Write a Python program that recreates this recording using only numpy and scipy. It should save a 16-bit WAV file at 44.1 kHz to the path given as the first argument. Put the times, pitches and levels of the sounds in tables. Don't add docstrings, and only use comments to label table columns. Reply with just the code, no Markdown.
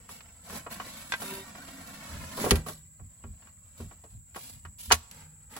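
import sys
import numpy as np
from scipy import signal
from scipy.fft import rfft, irfft, next_fast_len
from scipy.io import wavfile
from scipy.ndimage import uniform_filter1d

SR = 44100
rng = np.random.default_rng(int(sys.argv[2]) if len(sys.argv) > 2 else 0)


def waveform_to_disk(signal):
    frames = np.transpose(np.atleast_2d(signal))
    scaled = np.clip(frames, -1, 1) * 32767
    samples = np.round(scaled).astype(np.int16)
    wavfile.write(sys.argv[1], SR, samples)


N = 246519

# (frequency [Hz], relative density [dB])
CHORUS_SPECTRUM = [(4000, -55), (6300, -30), (7400, 0), (7950, -1), (8500, -22), (15500, -17)]
RUMBLE_SPECTRUM = [(20, -29), (48, 0), (85, 3.5), (130, -6), (210, -12.5), (700, -72)]
GRIND_SPECTRUM = [(80, -3.5), (230, 3.5), (450, -3.5), (1100, -2), (2100, -2.5), (3200, -11.5), (5000, -10),
                  (12000, -12)]
HISS_SPECTRUM = [(1500, -11), (4000, 0.5), (5600, -4), (10000, 4), (15300, 1.5)]
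TICK_SPECTRUM = [(500, -17.5), (3000, -3.5), (8000, -5.5), (9800, 2.5), (14500, -8)]
# (frequency [Hz], side over mid [dB])
WIDTH = [(250, -13), (1000, -4), (2000, -1), (7900, 0), (8900, 16), (10000, 1), (12200, 3), (13500, 22),
         (15000, 3)]
# (frequency [Hz], level [dB])
FRAME_MODES = [(440, -8), (716, -7.5), (969, -4.5), (1114, 0), (1244, -3), (1384, -3), (1620, -5),
               (1884, 1), (2200, -11), (2498, -0.5), (2901, -0.5), (2975, 2.5), (4360, 4.5), (5100, 1),
               (6385, 6)]
RAIL_MODES = [(1061, -7.5), (1577, 2.5), (1997, -1), (2466, -4.5), (3450, -3)]
# (frequency [Hz], level [dB], t60 [s])
BOARD_MODES = [(52, -6, 0.2), (79, 6, .2), (156, -25, 1), (232.8, 4.5, 0.21), (339, -5.5, 0.051),
               (399, 1.5, 0.12), (502, -7, 0.13)]
# (frequency [Hz], level [dB])
SQUEAL_PARTIALS = [(387.6, -49.5), (581, -60), (969.0, -54.5), (1570, -58), (2126, -60), (3063, -63),
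                   (3695, -54.5)]
# (time [s], level [dB])
SWAYS = [(2.14, -44), (2.23, -41), (3.031, -43.5), (3.29, -43), (3.84, -41.5), (4.159, -45), (4.56, -49),
         (4.68, -48.5)]
# (start [s], attack [s], hold [s], grind [dB], hiss [dB])
RUBS = [(0, 0.0017, 0.32, -63.5, -75), (0.079, 0.027, 0.015, -53.5, -48.5), (0.42, 0.11, 0.04, -46.5, -47),
        (0.69, 0.03, 0.0083, -45.5, -46), (1.19, 0.014, 0.18, -48.5, -45.5),
        (2.337, 0.066, 0.07, -42.5, -39), (2.509, .01, 0.017, -41.5, -62.5),
        (2.659, 0.0069, 0.0021, -48.5, -43), (3.39, .04, 0.063, -66.5, -76),
        (3.766, 0.018, 0.017, -59.5, -52.5), (4.085, 0.016, 0.015, -71.5, -66),
        (4.335, 0.033, 0.13, -63.5, -49.5), (4.782, .006, 0.14, -79, -48),
        (5.092, 0.043, 0.079, -60.5, -61), (5.489, 0.037, 0.048, -55.5, -57.5)]
# (time [s], grind [dB], hiss [dB])
DRAG = [(0.74, -47, -62), (0.968, -51, -52), (1.182, -53, -57), (1.29, -64, -52), (1.44, -50, -83),
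        (1.592, -50.5, -60), (2.084, -48, -58.5), (2.49, -44, -54)]
# (start [s], end [s], slip rate [1/s], level [dB])
JUDDERS = [(0.486, 0.596, 210, -48), (2.371, 2.505, 130, -41)]
# (start [s], end [s], start pitch [Hz], end pitch [Hz], level [dB])
SQUEAKS_AND_HUM = [(1.23, 1.43, 2600, 2740, -53), (1.5, 2.1, 275, 262, -58),
                   (1.595, 1.635, 1480, 1530, -47), (2.41, 2.455, 290, 500, -39),
                   (5.14, 5.5, 154, 154, -60)]
# (time [s], level [dB], push length [s])
THUMPS = [(0.527, -48, 0.001), (2.515, -18, 0.00089), (2.519, -16, 0.0055), (3.241, -46.5, 0.0014),
          (3.802, -41.5, 0.00032), (4.877, -38.5, 0.0066), (4.925, -33, 0.0065)]
# (time [s], level [dB], ring centre [Hz], tick over ring [dB])
KNOCKS = [(0.09, -43.5, 955, -2), (0.206, -47, 2020, -23), (0.497, -46, 1390, -20), (0.664, -38, 815, -40),
          (0.723, -44, 1700, -8), (0.799, -33.5, 1120, -30), (1.218, -34.5, 670, 1),
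          (1.551, -45, 1090, -20), (2.376, -36, 560, -11), (2.439, -29, 467, -8), (2.461, -28, 420, -21),
          (2.508, -13, 3170, 1), (2.511, -22, 1460, -17.5), (2.556, -29, 2050, 6), (2.662, -42, 629, -37),
          (2.684, -34, 624, 3), (2.995, -57, 650, -20), (3.238, -48, 900, -29), (3.422, -57, 1300, -17),
          (3.471, -53, 1300, -13), (3.802, -49, 700, -16), (3.911, -50.5, 800, -25),
          (4.038, -50.5, 580, -6), (4.346, -47, 1500, -21), (4.36, -37.5, 840, -3.5),
          (4.65, -43.5, 1220, -13), (4.9212, -9.5, 4330, 1), (4.941, -27, 2000, 16),
          (5.112, -41.5, 4950, 11), (5.564, -38, 845, 4.5)]
# (time [s], level [dB], brightness [Hz])
EDGE_BUMP = [(1.121, -26, 6700), (1.1374, -26.5, 3170)]
LEG_SLAM = [(4.9035, -30.5, 1785), (4.9107, -16.5, 1636), (4.9179, -16.5, 7000), (4.9251, -21.5, 6000)]

TOP_HZ = 15900
ATTACK_CYCLES = .6


def undb(db):
    return 10 ** (np.asarray(db) / 20)


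def unit(x):
    return x / np.sqrt(np.mean(x ** 2) + 1e-18)


def unit_head(x, length_s):
    return x / np.sqrt(np.mean(x[:, :int(length_s * SR)] ** 2))


def gain_at(hz, spectrum):
    f, db = np.transpose(spectrum)
    return undb(np.interp(np.log(hz + 1), np.log(f), db))


def colour(x, shape):
    size = next_fast_len(x.shape[-1])
    return irfft(rfft(x, size) * shape(np.fft.rfftfreq(size, 1 / SR)), size)[..., :x.shape[-1]]


def stereo(pair, spectrum):
    mid, side = colour(pair, lambda f: gain_at(f, spectrum) / np.hypot(1, gain_at(f, WIDTH)))
    side = colour(side, lambda f: gain_at(f, WIDTH))
    return np.array([mid + side, mid - side]) / np.sqrt(np.mean(mid ** 2))


def noise(spectrum, size=N):
    return stereo(rng.standard_normal((2, size)), spectrum)


def walk(rate_hz):
    k = int(SR / rate_hz)
    return unit(uniform_filter1d(np.repeat(rng.standard_normal(N // k + 1), k), k)[:N])


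def fade(t, t60_s):
    return np.exp(-np.log(1000) * t / t60_s)


def mode(hz, t, phase=0):
    apart = min(hz / 1800, 1) * rng.uniform(.6, 1.1) * rng.choice([-1, 1])
    return np.sin(2 * np.pi * hz * t + phase + np.array([[apart], [-apart]]))


def lowpass(x, hz):
    return signal.lfilter(*signal.butter(2, min(hz, TOP_HZ), fs=SR), x)


def add(out, start_s, x):
    i = int(start_s * SR)
    out[:, i:i + x.shape[1]] += x[:, :N - i]


def insects(chorus_db=-60, near_rel_db=-3, pulse_hz=22.76, high_hz=8080, low_hz=7450):
    stroke = np.cumsum(pulse_hz * (1 + 0.0074 * walk(4))) / SR % 1
    hz = high_hz + (low_hz - high_hz) * stroke ** 2 + 70 * walk(890)
    trill = np.sin(np.pi * stroke) ** 2 * np.sin(2 * np.pi * np.cumsum(hz) / SR)
    near = unit(trill) * undb(near_rel_db + 2 * walk(5))
    return undb(chorus_db) * (noise(CHORUS_SPECTRUM) + np.array([near, np.roll(near, 1)]))


def sway(rise_s=0.038, fall_s=0.053, rest_db=-58.5):
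    t = np.arange(N) / SR
    swells = sum(undb(db) * np.exp(-((t - s) / np.where(t < s, rise_s, fall_s)) ** 2) for s, db in SWAYS)
    return noise(RUMBLE_SPECTRUM) * np.hypot(swells, undb(rest_db))


def wavering_tone(start_s, end_s, hz, end_hz, db, waver, flutter_db=3):
    t = np.arange(N) / SR
    progress = np.clip((t - start_s) / (end_s - start_s), 0, 1)
    swell = np.sqrt(np.abs(np.sin(np.pi * progress)))
    drift = 2 * np.pi * np.cumsum((end_hz - hz) * progress + hz * waver * walk(160)) / SR
    return np.sqrt(2) * undb(db + flutter_db * walk(50)) * swell * mode(hz, t, drift)


def squeal(start_s=1.212, end_s=1.446):
    return sum(wavering_tone(start_s, end_s, hz, hz, db, waver=0.004) for hz, db in SQUEAL_PARTIALS)


def squeaks_and_hum():
    return sum(wavering_tone(*row, waver=0.0209) for row in SQUEAKS_AND_HUM)


def judder(jitter=.18, scatter_db=4, slip_t60_s=.02):
    out, t = np.zeros((2, N)), np.arange(SR // 20) / SR
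    for start_s, end_s, rate_hz, db in JUDDERS:
        train, s = np.zeros((2, N)), start_s
        wood = noise(GRIND_SPECTRUM, len(t)) * fade(t, slip_t60_s)
        while s < end_s:
            swell = np.sqrt(np.sin(np.pi * (s - start_s) / (end_s - start_s)))
            add(train, s, wood * swell * undb(scatter_db * rng.standard_normal()))
            s += np.exp(jitter * rng.standard_normal()) / rate_hz
        out += undb(db) * unit(train) * np.sqrt((end_s - start_s) * SR / N)
    return out


def movement(start_s, attack_s, hold_s, release_db_per_s):
    t = np.arange(N) / SR - start_s
    return np.clip(t / attack_s, 0, 1) * undb(-release_db_per_s * np.maximum(t - attack_s - hold_s, 0))


def drag_gains(grind_trim_db=-2, hiss_trim_db=7.5, rise_s=0.066):
    t = np.arange(N) / SR
    s, grind_db, hiss_db = np.transpose(DRAG)
    gains = undb([np.interp(t, s, grind_db) + grind_trim_db, np.interp(t, s, hiss_db) + hiss_trim_db])
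    return gains * movement(s[0], rise_s, s[-1] - s[0] - rise_s, release_db_per_s=185)


def rub_gains(rest_grind_db=-70.5, rest_hiss_db=-76.5, wander_db=3):
    gains = undb([[rest_grind_db], [rest_hiss_db]]) * undb(wander_db * walk(8))
    for s, attack_s, hold_s, grind_db, hiss_db in RUBS:
        envelope = movement(s, attack_s, hold_s, release_db_per_s=160.5)
        gains = np.hypot(gains, undb([[grind_db], [hiss_db]]) * envelope)
    return gains


def snags(rate_hz=130, t60_s=.028, detune=.07, scatter_db=13):
    out, t = np.zeros((2, N)), np.arange(SR // 10) / SR
    pitches_hz = [row[0] for row in BOARD_MODES + FRAME_MODES if 200 < row[0] < 4500]
    for when, size, shift in rng.random((int(rate_hz * N / SR), 3)):
        ring = sum(mode(hz * (1 + detune * (2 * shift - 1)), t) for hz in rng.choice(pitches_hz, size=3))
        add(out, when * N / SR, undb(scatter_db * size ** 2) * ring * fade(t, t60_s))
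    return unit(out)


def tube_echoes(x, trip_s=.003, travel=.06, gain=.55, count=4):
    i, echoes = np.arange(N), np.zeros((2, N))
    for k in range(count):
        delay = trip_s * SR * rng.uniform(0.5023, 2)
        drift = 1 + travel * uniform_filter1d(walk(2), SR // 2)
        echoes += (-1) ** k * np.array([np.interp(i - delay * drift, i, side) for side in x])
    return (x + gain * echoes) / np.sqrt(1 + count * gain ** 2)


def frame_response(f, share=0.44, rel_width=0.0012):
    return 1 + share * sum(undb(db) / (1 + ((f / hz - 1) / rel_width) ** 2) for hz, db in FRAME_MODES)


def scrape(grain_db=0.5, uneven_db=2, snag_rel_db=-5, grit_db=3, dull_hz=8200):
    drag_grind, drag_hiss = drag_gains()
    rub_grind, rub_hiss = rub_gains()
    pressure_db = uneven_db * np.tanh(walk(45))
    slips = rng.standard_normal((2, N)) * (rng.random(N) < .2)
    slips *= undb(grain_db * np.minimum(rng.exponential(size=N), 3))
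    grind = stereo(colour(slips, frame_response), GRIND_SPECTRUM) + undb(snag_rel_db) * snags()
    grind *= np.hypot(drag_grind, rub_grind)
    hiss = noise(HISS_SPECTRUM) * rub_hiss
    hiss += colour(noise(HISS_SPECTRUM), lambda f: 1 / np.hypot(1, f / dull_hz)) * drag_hiss
    grit = unit(undb(grit_db * walk(500)))
    return tube_echoes(grind * undb(pressure_db) + hiss * grit * undb(pressure_db / 2))


def thumps(radiate_hz=38, thud_rel_db=-6, thud_t60_s=0.24):
    out, t = np.zeros((2, N)), np.arange(SR) / SR
    for s, db, push_s in THUMPS:
        ring = sum((-1) ** k * undb(mode_db) * mode(hz, t) * fade(t, t60_s)
                   for k, (hz, mode_db, t60_s) in enumerate(BOARD_MODES))
        thud = noise([(140, -2), (380, -4), (650, -7.5), (2000, -29)], len(t)) * fade(t, thud_t60_s)
        push = np.sin(np.pi * np.minimum(t / push_s, 1)) ** 2
        blow = signal.fftconvolve(ring + undb(thud_rel_db) * thud, push[None])[:, :len(t)]
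        add(out, s, undb(db) * unit_head(blow, 0.041))
    return signal.sosfilt(signal.butter(2, radiate_hz, "highpass", fs=SR, output="sos"), out)


def frame_ring(t, t60_1khz_s, scatter_db=3, detune=.005):
    ring = np.zeros((2, len(t)))
    draws = rng.uniform(-1.02, 1, (len(FRAME_MODES), 3))
    for (hz, db), (size, shift, phase) in zip(FRAME_MODES, draws):
        tone = mode(hz * (1 + detune * shift), t, np.pi * phase)
        ring += undb(db + scatter_db * size) * tone * fade(t, t60_1khz_s * (1000 / hz) ** .25)
    return ring


def knocks(t60_1khz_s=.085, buzz_rel_db=-2, band_ratio=1.61, tick_t60_s=0.098):
    out, t = np.zeros((2, N)), np.arange(SR // 2) / SR
    buzz_tail = undb(-36) * fade(t, t60_s=0.52)
    for s, db, centre_hz, tick_db in KNOCKS:
        t60_s = t60_1khz_s * (1000 / centre_hz) ** 0.53
        modes = frame_ring(t, t60_s)
        buzz = noise([(100, -8.5), (1000, -20), (16000, -26)], len(t)) * (fade(t, t60_s) + buzz_tail)
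        ring = unit_head(modes, 0.00064) + undb(buzz_rel_db) * unit_head(buzz, 0.014)
        band_hz = [centre_hz / band_ratio, centre_hz * band_ratio]
        ring = signal.lfilter(*signal.butter(1, band_hz, "bandpass", fs=SR), ring)
        ring = unit_head(lowpass(ring, 3 * centre_hz), 0.0054)
        tick = unit_head(noise(TICK_SPECTRUM, len(t)) * fade(t, min(tick_t60_s, t60_s)), 0.0024)
        attack = 1 - np.exp(-t * centre_hz / ATTACK_CYCLES)
        add(out, s, undb(db) * unit_head((ring + undb(tick_db) * tick) * attack, 0.0035))
    return out


def clang(modes, contacts, t60_s, buzz_rel_db):
    out, t = np.zeros((2, N)), np.arange(SR // 2) / SR
    ring = unit(sum((-1) ** k * undb(db) * mode(hz, t) for k, (hz, db) in enumerate(modes)))
    decay = fade(t, t60_s) + undb(-42) * fade(t, t60_s=.7)
    for s, db, bright_hz in contacts:
        buzz = undb(buzz_rel_db) * noise([(200, -15.5), (900, 0), (12000, -9)], len(t))
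        blow = lowpass((ring + buzz) * decay, bright_hz)
        attack = 1 - np.exp(-t * bright_hz / ATTACK_CYCLES)
        add(out, s, undb(db) * unit_head(blow * attack, 0.0086))
    return out


def scene(right_over_left_db=1):
    metal = knocks()
    metal += clang(FRAME_MODES, LEG_SLAM, t60_s=0.069, buzz_rel_db=-1.5)
    metal += clang(RAIL_MODES, EDGE_BUMP, t60_s=0.058, buzz_rel_db=-3.5)
    table = metal + thumps() + scrape() + judder() + squeal() + squeaks_and_hum() + sway()
    pan = undb([[-right_over_left_db / 2], [right_over_left_db / 2]])
    return table * pan + insects()


def record(dry):
    limited = .78 * np.tanh(dry / .78)
    return signal.sosfilt(signal.ellip(10, .2, 80, TOP_HZ, fs=SR, output="sos"), limited)


dry = scene()
out = record(dry)
waveform_to_disk(out)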